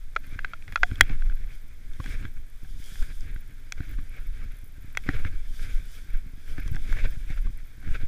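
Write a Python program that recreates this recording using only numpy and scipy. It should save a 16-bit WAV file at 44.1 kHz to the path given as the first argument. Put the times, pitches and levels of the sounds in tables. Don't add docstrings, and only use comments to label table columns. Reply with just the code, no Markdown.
import sys
import numpy as np
from scipy import signal
from scipy.fft import rfft, irfft, next_fast_len
from scipy.io import wavfile
from scipy.ndimage import uniform_filter1d, map_coordinates

SR = 44100
rng = np.random.default_rng(int(sys.argv[2]) if len(sys.argv) > 2 else 0)


def convert_level_to_amplitude(level_db):
    exponent = np.asarray(level_db, float) / 20
    return 10 ** exponent


def generate_wav(sig):
    pcm = np.round(np.clip(np.atleast_2d(sig).T, -1, 1) * 32767).astype(np.int16)
    wavfile.write(sys.argv[1], SR, pcm)


N = 355887

# (frequency [Hz], relative density [dB])
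HISS_SPECTRUM = [(240, -36), (400, -4), (952, -9), (1620, -4.5), (2370, -3.5), (2720, -15), (3470, -9.5),
                 (4110, -13), (15200, -17.5)]
FLICKER_SPECTRUM = [(6000, -57), (9000, -12.5), (11500, -7), (13200, -9), (14600, -2), (15300, -4.5)]
BUFFET_SPECTRUM = [(2, -27), (4, 0), (17, 2), (25, -3), (34, -9), (60, -28), (78, -40), (130, -120)]
RUMBLE_SPECTRUM = [(26, -31.5), (45, -10.5), (59, -3.5), (108, -9.5), (189, -23.5), (275, -22), (354, -31),
                   (450, -39.5), (580, -66.5), (990, -120)]
RASP_SPECTRUM = [(240, -43), (400, -4), (451, -4), (702, -12), (936, -19.5), (1060, -15), (1590, 3),
                 (1900, -4.5), (2270, 2), (2890, -14), (3490, -11.5), (4550, -21), (5070, -19.5),
                 (5580, -26), (7000, -26.5), (9100, -59), (15400, -120)]
SPRAY_SPECTRUM = [(1530, -40), (2600, -21), (3060, -4), (3470, 0), (4110, -12.5), (4940, -6), (5520, -7.5),
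                  (7760, -11), (9980, -11), (13300, -15), (15200, -16)]
CRACK_SPECTRUM = [(2000, -37), (3200, -13), (4300, -6.5), (5100, -1), (6300, 1), (8000, -8), (9300, -16.5),
                  (10800, -14.5), (13200, -18), (15200, -35), (16500, -100)]

# (time [s], level [dB])
AIRFLOW = [(0.0, -31), (0.87, -40), (1.24, -21), (1.62, -34.5), (3.32, -37), (3.55, -37), (4.27, -30.5),
           (4.72, -39), (5.35, -23), (5.87, -33.5), (6.43, -38.5), (6.85, -22.5), (7.84, -46.5),
           (8.07, -16.5)]
# (time [s], peak level [dB], half length [s])
GUSTS = [(0.438, -30, 0.19), (0.848, -21.5, 0.086), (1.102, -16, 0.072), (1.26, -17.5, 0.12),
         (1.907, -27, 0.072), (2.14, -23.5, 0.097), (2.364, -25.5, 0.076), (2.753, -28.5, 0.15),
         (3.027, -17.5, 0.045), (3.198, -24.5, .07), (3.324, -24.5, 0.074), (3.783, -29.5, 0.04),
         (3.962, -21, 0.055), (4.292, -27, 0.09), (4.467, -28, 0.069), (5.189, -17, 0.082),
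         (5.45, -32.5, 0.11), (5.623, -23, 0.028), (5.755, -17, 0.035), (6.147, -18.5, 0.061),
         (6.52, -24, 0.05), (6.78, -22.5, 0.3), (6.92, -21.5, .07), (7.049, -13.5, 0.046),
         (7.16, -22, 0.021), (7.402, -20.5, 0.16), (7.901, -15, 0.048), (8.07, -28, .06)]
# (time [s], relative rasp level [dB])
GLIDE = [(0.0, -68), (0.45, -57), (0.67, -63), (0.94, -55), (1.69, -63), (2.11, -54), (2.31, -66),
         (4.27, -58.5), (4.76, -63.5), (5.15, -52), (5.37, -58), (5.87, -58.5), (6.4, -64.5), (6.72, -55),
         (7.75, -62), (8.07, -57)]
# (time [s], half length [s], peak rasp level [dB], peak shake of the mount [dB])
BITES = [(0.245, 0.014, -52, -56), (0.332, 0.11, -54, -44), (.5, 0.029, -51.5, -54), (.69, .02, -53, -44),
         (.73, .012, -50, -40.5), (0.905, 0.014, -51, -37), (1.01, 0.049, -51, -43),
         (1.023, 0.09, -48, -39.5), (1.113, .045, -48, -34.5), (1.26, .015, -50, -42),
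         (1.31, .03, -56, -41), (1.4, 0.032, -57, -37.5), (1.503, 0.061, -57.5, -49.5),
         (1.64, 0.038, -72.5, -45), (2.085, 0.042, -44.5, -37), (2.144, 0.023, -48, -39),
         (2.233, .05, -50, -32), (2.383, 0.041, -60, -45), (2.647, 0.033, -68.5, -46.5),
         (2.746, 0.037, -75, -45), (2.91, 0.15, -55.5, -51), (3.036, 0.036, -50, -43),
         (3.094, 0.028, -51, -39), (3.283, 0.058, -51.5, -39.5), (3.509, 0.036, -60, -45.5),
         (3.78, .012, -51, -41), (3.84, .025, -52, -46), (3.9, .04, -49, -41.5), (3.993, 0.021, -53, -37),
         (4.166, 0.073, -50.5, -47), (4.398, 0.063, -51.5, -38), (4.562, .05, -62.5, -61),
         (5.1, 0.032, -38, -38), (5.151, 0.017, -35.5, -29), (5.199, 0.022, -45, -33),
         (5.262, .03, -45.5, -31), (5.342, 0.039, -56.5, -40), (5.634, 0.065, -49.5, -39.5),
         (5.71, 0.046, -49.5, -40.5), (5.78, 0.025, -55, -57), (5.966, 0.057, -53.5, -67),
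         (6.123, 0.083, -53, -47.5), (6.263, .04, -67, -41.5), (6.403, 0.015, -65, -48.5),
         (6.5, 0.081, -52, -44), (6.607, 0.042, -48, -47), (6.673, 0.032, -46.5, -36),
         (6.746, 0.027, -56, -32), (6.892, 0.061, -46, -41), (6.981, 0.075, -43.5, -30.5),
         (7.049, 0.02, -39, -25), (7.133, .04, -53.5, -49), (7.31, 0.053, -48, -48),
         (7.379, 0.023, -52, -46), (7.456, 0.026, -52, -35.5), (7.58, 0.021, -61, -49),
         (7.877, 0.069, -51, -37), (7.952, 0.018, -39, -35), (8.014, 0.029, -46, -43)]
# (time [s], relative peak level [dB], half length [s])
PLUMES = [(0.286, -70, 0.074), (0.904, -67.5, 0.39), (1.54, -69, 0.054), (2.076, -60.5, 0.13),
          (2.92, -58.5, 0.24), (3.91, -71.5, 0.33), (4.382, -74.5, .15), (5.136, -65, 0.19),
          (5.623, -57.5, 0.14), (5.93, -62.5, .15), (6.508, -64, 0.089), (6.678, -58.5, 0.0081),
          (6.913, -64.5, 0.41), (7.31, -67.5, 0.087), (7.937, -65.5, 0.1)]
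# (time [s], relative level [dB], push length [s], relative hollow thump level [dB])
THUDS = [(1.016, -14.5, 0.012, -12), (1.11, -28, 0.006, -15), (1.999, -19.5, 0.0085, -13),
         (2.059, -34.5, 0.0036, -4), (2.25, -30, 0.0039, -17), (2.92, -32.5, 0.0071, -31.5),
         (3.023, -34.5, 0.0034, -15), (3.804, -18.5, 0.0081, -10), (3.987, -29.5, 0.006, -7),
         (5.064, -30, 0.0025, -10), (5.09, -14.5, 0.0075, -0.5), (5.617, -35.5, 0.0054, -30),
         (6.264, -34, 0.0062, -14), (6.377, -38, 0.0053, -12), (6.584, -25, 0.0074, -1),
         (6.716, -14.5, 0.0097, -27), (6.747, -26.5, 0.0058, -17), (6.893, -25.5, 0.011, -8),
         (7.052, -33, 0.0081, -19), (7.171, -25.5, 0.0076, -29), (7.303, -23, 0.0074, -10.5),
         (7.46, -32.5, 0.0036, -14), (7.836, -37.5, 0.0055, -14.5), (7.884, -23.5, 0.0078, -17)]
# (time [s], relative level [dB], struck panel frequency [Hz],
# relative low note level [dB], relative crack level [dB])
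KNOCKS = [(0.154, -42, 2200, -29, -9), (0.163, -7, 1360, -25, -59), (.391, -16, 1640, -33, -71),
          (.447, -15.5, 1560, -29, -52), (.535, -21, 1380, -22, -45), (0.624, -34.5, 2320, -29, -22),
          (.68, -29, 1980, -31, -29), (.724, -26, 1750, -29, -19), (0.759, -5.5, 1416, -36, -31),
          (0.775, -25.5, 1370, -27, -35), (.833, -1, 1550, -18, -34), (.914, -28.5, 1530, -26, -34),
          (.957, -30.5, 3320, -26, -17), (1.0097, 10.5, 1822, -40, -9), (1.096, -26.5, 2210, -15, -34),
          (1.222, -30, 1540, -23, -39), (1.298, -30, 1550, -32, -51), (1.323, -38, 1510, -29, -32),
          (1.935, -42, 3500, -30, -9), (2.001, -26.5, 1110, -13, -63), (2.042, -28, 2230, -16, -20),
          (2.061, -27, 1680, -27, -18), (2.253, -24.5, 1610, -30, -37), (2.648, -43.5, 1624, -11, -33),
          (2.957, -33, 1690, -29, -23), (3.026, -31, 1530, -25, -11), (3.208, -40, 4930, -29, -5),
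          (3.362, -31.5, 1590, -32, -43), (3.723, -17.5, 2290, -31, -10), (3.805, -30.5, 1500, -16, -33),
          (3.988, -40.5, 1170, -23, -28), (4.951, -26, 2300, -37, -31), (4.973, -6.5, 2120, -36, -18),
          (4.99, -40, 2000, -33, -40), (5.09, -10.5, 1790, -21, -64), (5.25, -19.5, 1660, -44, -54),
          (6.384, -43, 1700, -22, -32), (6.581, -27, 1690, -18, -43), (6.679, -41, 1140, -27, 1.5),
          (6.748, -29.5, 1870, -20, -33), (6.758, -37, 5260, -30, -8), (6.765, -25, 1650, -18, -42),
          (6.927, -21.5, 1670, -36, -22), (7.045, -34, 954, 0, -35), (7.304, -41.5, 2190, -3, -8),
          (7.469, -38.5, 1140, -24, -23), (7.588, -40.5, 2000, -22, -25), (7.828, -43, 1570, -7, -20),
          (7.89, -36.5, 1700, -12, -30), (7.947, -36, 1640, -34, -25)]
# (frequency [Hz], relative level [dB], 60 dB decay time [s])
CASE_MODES = [(1560, -9.5, .016), (1967, -9, 0.017), (2487, -15.5, 0.018), (3000, -30, 0.019),
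              (3320, -23.5, 0.042), (3270, -16.5, 0.016), (3950, -23, 0.012)]

TOP_HZ = 15350
SWELL_DB, RISE_SHARE = 9, 0.8
SHAKE_DB, SHAKE_GROWS, MIST_DB, MIST_GROWS = -49, 0.97, -69.5, 0.33
THIN_HZ = 450
RING_S, RING_SHORTENS = 0.0041, 2.9


def unit(x):
    return x / np.sqrt(np.mean(x ** 2) + 1e-20)


def curve(rows):
    s, level = np.transpose(rows)
    return np.interp(np.arange(N) / SR, s, level)


def wobble(rate):
    knots = rng.standard_normal(int(N * rate / SR) + 4)
    return map_coordinates(knots, [np.arange(N) * rate / SR])


def coloured(x, spectrum):
    m = next_fast_len(N + 8192)
    freqs = np.fft.rfftfreq(m, 1 / SR)
    hz, db = np.transpose(spectrum)
    gain = convert_level_to_amplitude(np.interp(np.log(freqs + 1), np.log(hz + 1), db))
    return unit(irfft(rfft(x, m) * gain * (freqs < TOP_HZ), m)[:N])


def patchy(patchy_db):
    z = signal.stft(rng.standard_normal(N), nperseg=512)[2]
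    field = uniform_filter1d(rng.standard_normal(z.shape), size=6, axis=0)
    field = uniform_filter1d(field, size=8, axis=1)
    return unit(signal.istft(z * convert_level_to_amplitude(patchy_db * unit(field)), nperseg=512)[1][:N])


def grains(per_second, spread_db):
    hit = rng.random(N) < per_second / SR
    return unit(hit * rng.standard_normal(N) * convert_level_to_amplitude(spread_db * rng.exponential(size=N)))


def ring(hz, t60, t):
    return convert_level_to_amplitude(-60 * t / t60) * np.sin(2 * np.pi * hz * t)


def swells(steady_db, s, peak_db, half, flat):
    coarse = np.arange(0, N, 64)
    late = (coarse[:, None] / SR - s) / half
    fall_db = SWELL_DB * np.maximum(late, -late / RISE_SHARE) ** flat
    power = convert_level_to_amplitude(2 * (peak_db - fall_db)).sum(axis=1)
    return np.sqrt(convert_level_to_amplitude(2 * steady_db) + np.interp(np.arange(N), coarse, power))


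def floor():
    hiss = convert_level_to_amplitude(-64.5) * coloured(rng.standard_normal(N), HISS_SPECTRUM)
    streaks = np.abs(grains(per_second=90, spread_db=1))
    streaks = np.convolve(streaks, np.hanning(SR // 200), "same")
    return hiss + convert_level_to_amplitude(-69.5) * coloured(streaks * patchy(patchy_db=5), FLICKER_SPECTRUM)


def wind():
    swing = coloured(rng.standard_normal(N), BUFFET_SPECTRUM)
    local_power = np.abs(uniform_filter1d(swing ** 2, size=SR // 8))
    swing /= np.sqrt(local_power + 0.097)
    buffet = swells(curve(AIRFLOW), *np.transpose(GUSTS), flat=1.2) * unit(swing)

    lumps = unit(convert_level_to_amplitude(2 * wobble(14)) * rng.standard_normal(N))
    jolts = 0.85 * grains(per_second=13, spread_db=4.5)
    rumble = coloured(lumps + jolts, RUMBLE_SPECTRUM)
    weight_db = curve(GLIDE)
    s, half, _, shake_db = np.transpose(BITES)
    steady_db = SHAKE_DB + SHAKE_GROWS * (weight_db - weight_db.mean())
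    return buffet + swells(steady_db, s, shake_db, half, flat=1.3) * rumble


def skis():
    clumps = wobble(30)
    rough = patchy(patchy_db=1.8) + 0.5 * grains(per_second=350, spread_db=3)
    rasp = coloured(convert_level_to_amplitude(1.3 * clumps + 2.0 * wobble(70)) * rough, RASP_SPECTRUM)
    fine = patchy(patchy_db=1.5) + 0.22 * grains(per_second=400, spread_db=1.5)
    spray = coloured(convert_level_to_amplitude(0.31 * clumps + 1.2 * wobble(30)) * fine, SPRAY_SPECTRUM)

    weight_db = curve(GLIDE)
    s, half, rasp_db, _ = np.transpose(BITES)
    rasp_gain = swells(weight_db - 2.5, s, rasp_db, half, flat=1.5)
    mist_db = MIST_DB + MIST_GROWS * (weight_db - weight_db.mean())
    s, plume_db, half = np.transpose(PLUMES)
    return rasp_gain * rasp + swells(mist_db, s, plume_db + 6, half, flat=1.3) * spray


def thuds():
    out, t = np.zeros(N + SR), np.arange(SR // 5) / SR
    for s, db, push, hollow_db in THUDS:
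        dip = np.sin(np.pi * np.clip(t / push, 0, 1)) ** 2
        back = 0.44 * ring(0.13 / push, 9 * push, t)
        hollow = convert_level_to_amplitude(hollow_db + 3.5) * ring(275, 0.033, t) * (1 - np.exp(-t / 0.003))
        at = round((s - 0.001) * SR)
        out[at:][:len(t)] += convert_level_to_amplitude(db + 0.5) * (back - dip + hollow)
    return out[:N]


def knocks():
    out, t = np.zeros(N + SR), np.arange(SR // 8) / SR
    scatter = rng.standard_normal((len(KNOCKS), 2, len(CASE_MODES))) * [[2.5], [0.008]]
    scuff = np.pad(coloured(rng.standard_normal(N), RASP_SPECTRUM), (0, SR))
    grit = np.pad(coloured(rng.standard_normal(N), CRACK_SPECTRUM), (0, SR))
    for (s, db, hz, low_db, crack_db), chance in zip(KNOCKS, scatter):
        at = round((s - 0.0004) * SR)
        length = np.clip(RING_S * (1500 / hz) ** RING_SHORTENS, 0.0023, 0.0051)

        give = 0.00006 * convert_level_to_amplitude(-0.2 * (crack_db + 27))
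        start = (1 - np.exp(-t / give)) ** 2

        hold = (1 - 0.5 * np.exp(-t / 0.0014)) * np.exp(-(t / length) ** 2)
        panel = hold * np.sin(2 * np.pi * hz * t)

        hardness = 0.21 * (crack_db + 23.5)
        case = np.zeros(len(t))
        for (f, level, fade), level_shift, pitch_shift in zip(CASE_MODES, *chance):
            mode_db = level + level_shift + hardness * np.log2(f / 1500)
            case += convert_level_to_amplitude(mode_db) * ring(f * (1 + pitch_shift), fade, t)

        low = -convert_level_to_amplitude(low_db + 3.5) * ring(min(hz * 0.464, 760), 0.051, t)
        low *= 1 - np.exp(-t / 0.0016)

        burst = np.exp(-(t / 0.00084) ** 2) + 0.17 * convert_level_to_amplitude(-60 * t / 0.01)
        local_grit = grit[at:][:len(t)] / np.std(grit[at:][:SR // 700])
        crack = convert_level_to_amplitude(crack_db + 5.0) * burst * local_grit

        chatter = convert_level_to_amplitude(-11.5) * np.exp(-(t / (0.98 * length)) ** 2) * scuff[at:][:len(t)]
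        out[at:][:len(t)] += convert_level_to_amplitude(db - 5.5) * start * (panel + case + low + crack + chatter)
    high_pass = signal.butter(2, THIN_HZ, "high", fs=SR, output="sos")
    return signal.sosfilt(high_pass, out[:N])


def scene():
    return (wind() + skis() + knocks() + thuds() + floor())[None]


def top_cut(x):
    return signal.sosfilt(signal.butter(12, 16210, fs=SR, output="sos"), x)


def record(dry):
    clipped = np.clip(dry, -1, 1)
    low_pass = signal.butter(8, TOP_HZ, fs=SR, output="sos")
    mix = signal.sosfilt(low_pass, clipped)
    return top_cut(mix)


dry = scene()
out = record(dry)
generate_wav(out)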